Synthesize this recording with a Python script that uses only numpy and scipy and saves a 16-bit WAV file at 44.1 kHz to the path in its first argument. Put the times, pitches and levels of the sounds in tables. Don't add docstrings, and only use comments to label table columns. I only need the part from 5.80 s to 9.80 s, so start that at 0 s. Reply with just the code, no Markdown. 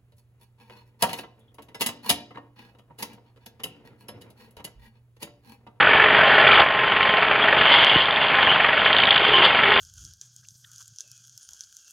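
import sys
import numpy as np
from scipy import signal
from scipy.fft import rfft, irfft
from scipy.io import wavfile
from scipy.ndimage import uniform_filter1d, minimum_filter1d

SR = 44100
rng = np.random.default_rng(int(sys.argv[2]) if len(sys.argv) > 2 else 0)


def bounce(signal):
    frames = np.transpose(np.atleast_2d(signal))
    limited = np.clip(frames, -1, 1)
    pcm = np.round(limited * 32767).astype(np.int16)
    wavfile.write(sys.argv[1], SR, pcm)


N = 176400

# (time [s], level [dB])
WHISTLE_LEVELS = [(0, -49), (.45, -36.5), (.78, -33.5), (.9, -29.5), (1.33, -28.5), (1.65, -46), (2.2, -53),
                  (2.65, -35), (2.95, -43.5), (3.55, -42), (4, -42)]
# (time [s], pitch [Hz], level [dB])
DRIVE_HUM = [(0, 428.5, -40), (.13, 430, -29), (.3, 428, -27.5), (.39, 425.4, -34), (.72, 419, -31),
             (.85, 418.7, -40), (1.12, 416.4, -32), (1.23, 416.6, -41), (1.32, 423, -35),
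             (1.8, 418.5, -32.5), (1.9, 419.6, -39.5), (2.4, 420, -43), (3.35, 419.7, -40.5),
             (3.48, 417, -27.5), (3.64, 408, -31), (3.73, 414, -40.5), (3.91, 414, -24.5), (4, 412, -32.5)]
# (time [s], pitch [Hz], level [dB])
HIGH_WHINE = [(0, 1740, -18), (.07, 1782, -32), (.11, 1799, -20), (.16, 1750, -22), (.2, 1730, -20),
              (.24, 1838, -26.5), (.3, 1823, -30), (.375, 1768, -22.5), (.42, 1770, -27), (.46, 1790, -36),
              (.51, 1748, -27.5), (.6, 1792, -22.5), (.69, 1884, -27), (.79, 1908, -36.5), (.87, 1795, -62)]
LOW_WHINE = [(0, 1483, -25), (.15, 1486, -39), (.23, 1495, -24.5), (0.329, 1516, -40.5), (.39, 1505, -25.5),
             (.415, 1550, -20), (.47, 1510, -33), (0.514, 1510, -17.5), (.56, 1435, -26.5),
             (.68, 1313, -28), (.728, 1315, -14.5), (.77, 1310, -22), (0.811, 1313, -26), (.87, 1300, -70)]
# (time [s], lower edge [Hz], level [dB])
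BRIGHT_TICKS = [(.846, 4500, -36.5), (2.047, 4500, -21.5), (3.657, 6760, -30)]
# (time [s], pitch [Hz], decay [s], level [dB])
KNOCKS = [(2.1585, 310, 0.0022, -7), (2.163, 115, 0.0035, -10.5)]

# (time [s], cycle rate [Hz])
ENGINE_SPEED = [(0, 23.47), (.4, 23.42), (.8, 23.17), (1.25, 23.05), (1.8, 23.28), (2.5, 23.22),
                (3.2, 23.2), (4, 23.42)]
# (time [s], main bark [dB], second bark [dB], clatter [dB])
ENGINE_EFFORT = [(0, -20.5, -20.5, -18.5), (.5, -20.5, -17, -19), (.8, -20, -18, -15.5),
                 (.86, -26.5, -31, -23), (1.2, -21, -37.5, -22.5), (1.65, -20, -33, -21),
                 (1.95, -22.5, -35, -18.5), (2.25, -27, -35.5, -23.5), (2.52, -24, -38, -21),
                 (2.7, -20.5, -42, -19.5), (2.9, -23, -42.5, -22.5), (3.3, -22, -50, -21),
                 (3.6, -23, -34.5, -20.5), (4, -19.5, -27.5, -21)]
# (frequency [Hz], relative level [dB])
BARK_SPECTRUM = [(40, -29), (130, -12), (300, -15), (650, -3), (1000, -6.5), (1450, 2), (1850, 1.5),
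                 (2400, -1.5), (3200, -4.5), (3550, -15.5), (3950, -30.5), (4600, -30), (5200, -54)]
CLATTER_SPECTRUM = [(15, -57), (25, -13.5), (109, -9.5), (139, -8.5), (334, -7), (416, -7.5), (464, -4.5),
                    (631, -0.5), (736, -2.5), (821, 3.5), (979, -1), (1050, 0.5), (1140, 0), (1520, 0),
                    (1620, 0), (1810, -1.5), (2110, -3.5), (2310, -1.5), (3140, -5.5), (3990, -25.5),
                    (4760, -35.5), (6190, -72), (10500, -120)]
# (frequency [Hz], width [Hz], relative level [dB])
COVER_MODES = [(798, 39, -20), (1330, 14, -18.5), (1490, 30, -19), (1693, 46, -13.5), (1864, 20, -12.5),
               (2204, 35, -12)]
PIPE_MODES = [(68.4, 25, -12), (96, 8.9, -13), (145, 12, -3.5), (208, 45, -6)]
# (frequency [Hz], width [Hz])
PANEL_MODES = [(636, 31), (1059, 6.1)]
# (time [s], low panel [dB], high panel [dB])
PANEL_RINGING = [(0, -36, -44.5), (.27, -34.5, -35), (.5, -24, -33.5), (.78, -28, -24), (.9, -35, -44),
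                 (1.298, -34.5, -31), (1.751, -28, -44), (2.201, -36.5, -32.5), (2.701, -40, -30.5),
                 (3.1, -30, -46.5), (3.35, -41, -42), (3.5, -41.5, -28), (3.6, -35, -30.5), (3.8, -49, -38),
                 (3.92, -37, -35), (4, -48, -34)]

# (peak time [s], half length [s], pitch [Hz], waver [Hz], level [dB])
BRANCH_SQUEALS = [(1.235, 0.013, 3060, 124, -22.5), (1.635, .018, 3150, 130, -21),
                  (1.879, .025, 3060, 85, -18.5), (1.966, .035, 3360, 50, -23),
                  (2.018, .035, 2790, 30, -24), (2.101, 0.029, 3190, 70, -22),
                  (2.148, .045, 3000, 60, -19.5), (2.421, 0.016, 2820, 46, -22),
                  (2.706, 0.053, 3100, 126, -20), (3.559, .04, 3055, 116, -17),
                  (3.596, .06, 369.3, 12, -30.5)]
# (peak time [s], half length [s], cutter level [dB], body level [dB])
BRANCH_CRUNCHES = [(.717, .007, -15, -17), (.803, .009, -17, -12), (3.653, .017, -12.5, -17)]
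# (frequency [Hz], relative level [dB])
CRUNCH_SPECTRUM = [(500, -22.5), (1300, -3), (2400, -14.5), (3000, 4.5), (3500, 2), (3950, -15),
                   (4600, -12), (5200, -23.5)]
JOLT_SPECTRUM = [(100, -21.5), (350, -7.5), (600, 2.5), (1300, -2), (2000, -8.5), (3300, -12.5),
                 (4000, -32.5)]
# (time [s], relative level [dB])
TWIG_SNAPS = [(1.228, -12), (1.369, -14), (1.813, -17.5), (2.065, -11), (2.628, -10), (3.075, -17.5)]
# (time [s], level [dB])
STEM_STRIKES = [(3.128, -6.5), (3.1648, -9), (3.183, -8), (3.2, -12), (3.218, -11.5), (3.235, -10),
                (3.2531, -10), (3.27, -13), (3.289, -18), (3.3064, -1.5), (3.324, -19.5), (3.342, -16.5),
                (3.359, -11), (3.377, -10.5)]
# (time [s], rasp [dB], blade chatter [dB])
CUTTER_CONTACT = [(0, -31, -32.5), (.55, -23.5, -45), (.78, -23, -26.5), (.88, -38, -35), (1.2, -29, -37),
                  (1.5, -32.5, -33), (1.75, -28.5, -35), (1.95, -17.5, -31), (2.15, -23, -29),
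                  (2.28, -30, -28.5), (2.55, -27.5, -31), (2.72, -26, -37), (2.92, -27, -41),
                  (3.08, -24.5, -41), (3.13, -27.5, -30), (3.37, -28, -28.5), (3.43, -23.5, -30.5),
                  (3.57, -21, -34), (3.61, -23, -39), (3.655, -15, -32), (3.71, -25.5, -35),
                  (4, -27, -25.5)]
# (frequency [Hz], relative level [dB])
STRIKE_SPECTRUM = [(500, -29.5), (1500, -17), (2500, -7), (2950, 8), (3500, 7.5), (3950, -9), (4550, -11.5),
                   (5200, -27)]
RASP_SPECTRUM = [(300, -25.5), (900, -5.5), (1600, -19), (2200, -8), (2550, -12.5), (2820, 2), (3100, 2),
                 (3420, 8.5), (3900, -11), (4550, -30.5), (5200, -30.5)]
CHATTER_SPECTRUM = [(400, -24.5), (1200, -9.5), (2400, -11), (3000, 4.5), (3500, 6), (3950, -11.5),
                    (4550, -12), (5200, -27.5)]
# (frequency [Hz], width [Hz], relative level [dB])
STEEL_MODES = [(949.4, 5.9, -12), (2160, 75, -6.5), (2824, 53, -9), (3058, 42, -6), (3160, 44, -12),
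               (3460, 39, -16.5)]

WHISTLE_HZ, WHISTLE_WAVER_HZ = 1056.5, 5.1
MAIN_BARK_S, SECOND_BARK_S = .0028, .0248
BLADE_HZ, FIRST_BLADE_S = 57.0, .0092
LOW_CUT_HZ, MIC_TOP_HZ, TICK_TOP_HZ = 58, 4750, 10100


def amp(db):
    return 10 ** (np.asarray(db) / 20)


def unit(x):
    return x / np.sqrt(np.mean(x ** 2))


def gains(table):
    times, *levels = np.array(table).T
    return [amp(np.interp(np.arange(N) / SR, times, db)) for db in levels]


def colour(x, spectrum):
    hz, db = np.array(spectrum).T
    bin_hz = np.maximum(np.arange(N // 2 + 1) * SR / N, 1)
    response = amp(np.interp(np.log(bin_hz), np.log(hz), db))
    cepstrum = irfft(np.log(response), N)
    cepstrum[1:N // 2] *= 2
    cepstrum[N // 2 + 1:] = 0
    return unit(irfft(rfft(x) * np.exp(rfft(cepstrum)), N))


def ring(x, hz, width):
    return unit(signal.lfilter(*signal.iirpeak(hz, hz / width, SR), x))


def modes(x, table):
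    return sum(amp(db) * ring(x, hz, width) for hz, width, db in table)


def drift(per_s):
    return unit(signal.sosfilt(signal.butter(2, per_s, fs=SR, output="sos"), rng.standard_normal(N)))


def burst(t, start, decay_s):
    return (t >= start) * np.exp(-np.abs(t - start) / decay_s) * rng.standard_normal(N)


def impacts(per_s, spread_db):
    contact = rng.random(N) < per_s / SR
    size = amp(spread_db * np.clip(rng.standard_normal(N), -2, 2))
    sign = np.sign(rng.standard_normal(N))
    return unit(contact * sign * size)


def strokes(cycles, attack_s, decay_s, scatter_db, jitter_s):
    starts = np.flatnonzero(np.diff(np.floor(cycles)) > 0)
    timing, strength = rng.standard_normal((400, 2))[:len(starts)].T
    starts += (jitter_s * SR * timing).astype(int)
    kicks = np.zeros(N)
    kicks[np.clip(starts, 0, N - 1)] = amp(scatter_db * strength)
    age = np.arange(SR // 10) / SR
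    envelope = (1 - np.exp(-age / attack_s)) * np.exp(-age / decay_s)
    return unit(signal.fftconvolve(kicks, envelope)[:N])


def note(hz, waver_hz, waver_per_s, rough_db):
    phase = 2 * np.pi * np.cumsum(hz + waver_hz * drift(waver_per_s)) / SR
    return unit(np.sin(phase) * amp(rough_db * drift(waver_per_s)))


def glide(t, table, waver_hz, waver_per_s, rough_db):
    times, hz, db = np.array(table).T
    return note(np.interp(t, times, hz), waver_hz, waver_per_s, rough_db) * amp(np.interp(t, times, db))


def whistle():
    hz = WHISTLE_HZ + WHISTLE_WAVER_HZ * drift(per_s=12)
    flutter = amp(3.5 * drift(per_s=25))
    tone = np.sin(2 * np.pi * np.cumsum(hz) / SR)
    return unit(tone * flutter) * gains(WHISTLE_LEVELS)[0]


def drive(t):
    hum = glide(t, DRIVE_HUM, waver_hz=17, waver_per_s=55, rough_db=4)
    whine = sum(glide(t, strand, waver_hz=75, waver_per_s=90, rough_db=4.5)
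                for strand in (HIGH_WHINE, LOW_WHINE))
    return hum + whine


def ticks(t):
    sound = np.zeros(N)
    for start, edge_hz, db in BRIGHT_TICKS:
        highpass = signal.butter(6, edge_hz, "high", fs=SR, output="sos")
        sound += amp(db) * signal.sosfilt(highpass, burst(t, start, decay_s=.0007))
    return sound


def bump(t):
    sound = np.zeros(N)
    for start, hz, decay_s, db in KNOCKS:
        age = np.maximum(t - start, 0)
        sound += amp(db) * np.sin(2 * np.pi * hz * age) * np.exp(-age / decay_s)
    return sound


def panels(shake):
    return sum(gain * ring((1 + .85 * shake) * impacts(per_s=900, spread_db=4.5), hz, width)
               for (hz, width), gain in zip(PANEL_MODES, gains(PANEL_RINGING)))


def engine(t):
    cycle_hz = np.interp(t, *np.array(ENGINE_SPEED).T)
    cycles = np.cumsum(cycle_hz) / SR
    main_cycles = cycles - MAIN_BARK_S * cycle_hz
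    second_cycles = cycles - SECOND_BARK_S * cycle_hz
    main_gain, second_gain, clatter_gain = gains(ENGINE_EFFORT)
    main = strokes(main_cycles, attack_s=.0013, decay_s=.0089, scatter_db=1.5, jitter_s=.00013)
    second = strokes(second_cycles, attack_s=.0019, decay_s=.0055, scatter_db=4, jitter_s=.00044)
    blows = (main * main_gain + second * second_gain) * impacts(per_s=4500, spread_db=4)
    barks = colour(blows, BARK_SPECTRUM) * amp(-1.5) + modes(blows, COVER_MODES)
    barks *= np.std(blows)
    clatter = colour(impacts(per_s=2600, spread_db=4), CLATTER_SPECTRUM) * clatter_gain
    pulses = strokes(main_cycles, attack_s=.0011, decay_s=.0026, scatter_db=.5, jitter_s=.00021)
    exhaust = modes(pulses, PIPE_MODES) * amp(-25) * clatter_gain
    return barks + clatter + exhaust + panels(main)


def squeals(t):
    sound = np.zeros(N)
    for peak_s, half_s, hz, waver_hz, db in BRANCH_SQUEALS:
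        swell = np.exp(-((t - peak_s) / half_s) ** 2)
        sound += amp(db) * swell * note(hz, waver_hz, waver_per_s=150, rough_db=4)
    return sound


def crunch(t):
    cutter_gain = body_gain = 0
    for peak_s, half_s, cutter_db, body_db in BRANCH_CRUNCHES:
        swell = np.exp(-((t - peak_s) / half_s) ** 2)
        cutter_gain += amp(cutter_db) * swell
        body_gain += amp(body_db) * swell
    crackle = colour(impacts(per_s=3100, spread_db=4.5), CRUNCH_SPECTRUM)
    jolt = colour(impacts(per_s=3000, spread_db=0), JOLT_SPECTRUM)
    return crackle * cutter_gain + jolt * body_gain


def twigs(t):
    cracks = sum(amp(db) * burst(t, start, decay_s=.003) for start, db in TWIG_SNAPS)
    return (colour(cracks, RASP_SPECTRUM) * amp(-7) + modes(cracks, STEEL_MODES) * amp(1)) * np.std(cracks)


def rattle(t):
    hits = sum(amp(db) * burst(t, start, decay_s=.003) for start, db in STEM_STRIKES)
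    return colour(hits, STRIKE_SPECTRUM) * np.std(hits)


def cutter(t):
    rasp_gain, chatter_gain = gains(CUTTER_CONTACT)
    passes = (t - FIRST_BLADE_S) * BLADE_HZ
    blades = strokes(passes, attack_s=.0004, decay_s=.002, scatter_db=2, jitter_s=.0005)
    scrape = impacts(per_s=1600, spread_db=3) * amp(1.8 * drift(per_s=19))
    rasp = colour(scrape, RASP_SPECTRUM) * amp(-4.5) + modes(scrape, STEEL_MODES)
    chatter = colour(blades * impacts(per_s=9000, spread_db=1.5), CHATTER_SPECTRUM)
    return rasp * rasp_gain + chatter * chatter_gain


def scene():
    t = np.arange(N) / SR
    carrier = engine(t) + drive(t) + whistle()
    trimming = squeals(t) + cutter(t) + rattle(t) + twigs(t) + crunch(t)
    sound = carrier + trimming + bump(t)
    return np.array([sound, sound])


def limiter(x, ceiling):
    gain = np.minimum(1, ceiling / (np.abs(x).max(axis=0) + 1e-9))
    held = minimum_filter1d(gain, size=161)
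    return x * uniform_filter1d(uniform_filter1d(held, size=81), size=81)


def record(dry):
    thin = signal.sosfilt(signal.butter(2, LOW_CUT_HZ, "high", fs=SR, output="sos"), dry)
    muffled = signal.sosfilt(signal.cheby1(11, .3, MIC_TOP_HZ, fs=SR, output="sos"), thin)
    with_ticks = limiter(muffled, ceiling=.88) + ticks(np.arange(N) / SR)
    return signal.sosfilt(signal.ellip(8, .2, 70, TICK_TOP_HZ, fs=SR, output="sos"), with_ticks)


dry = scene()
out = record(dry)
bounce(out)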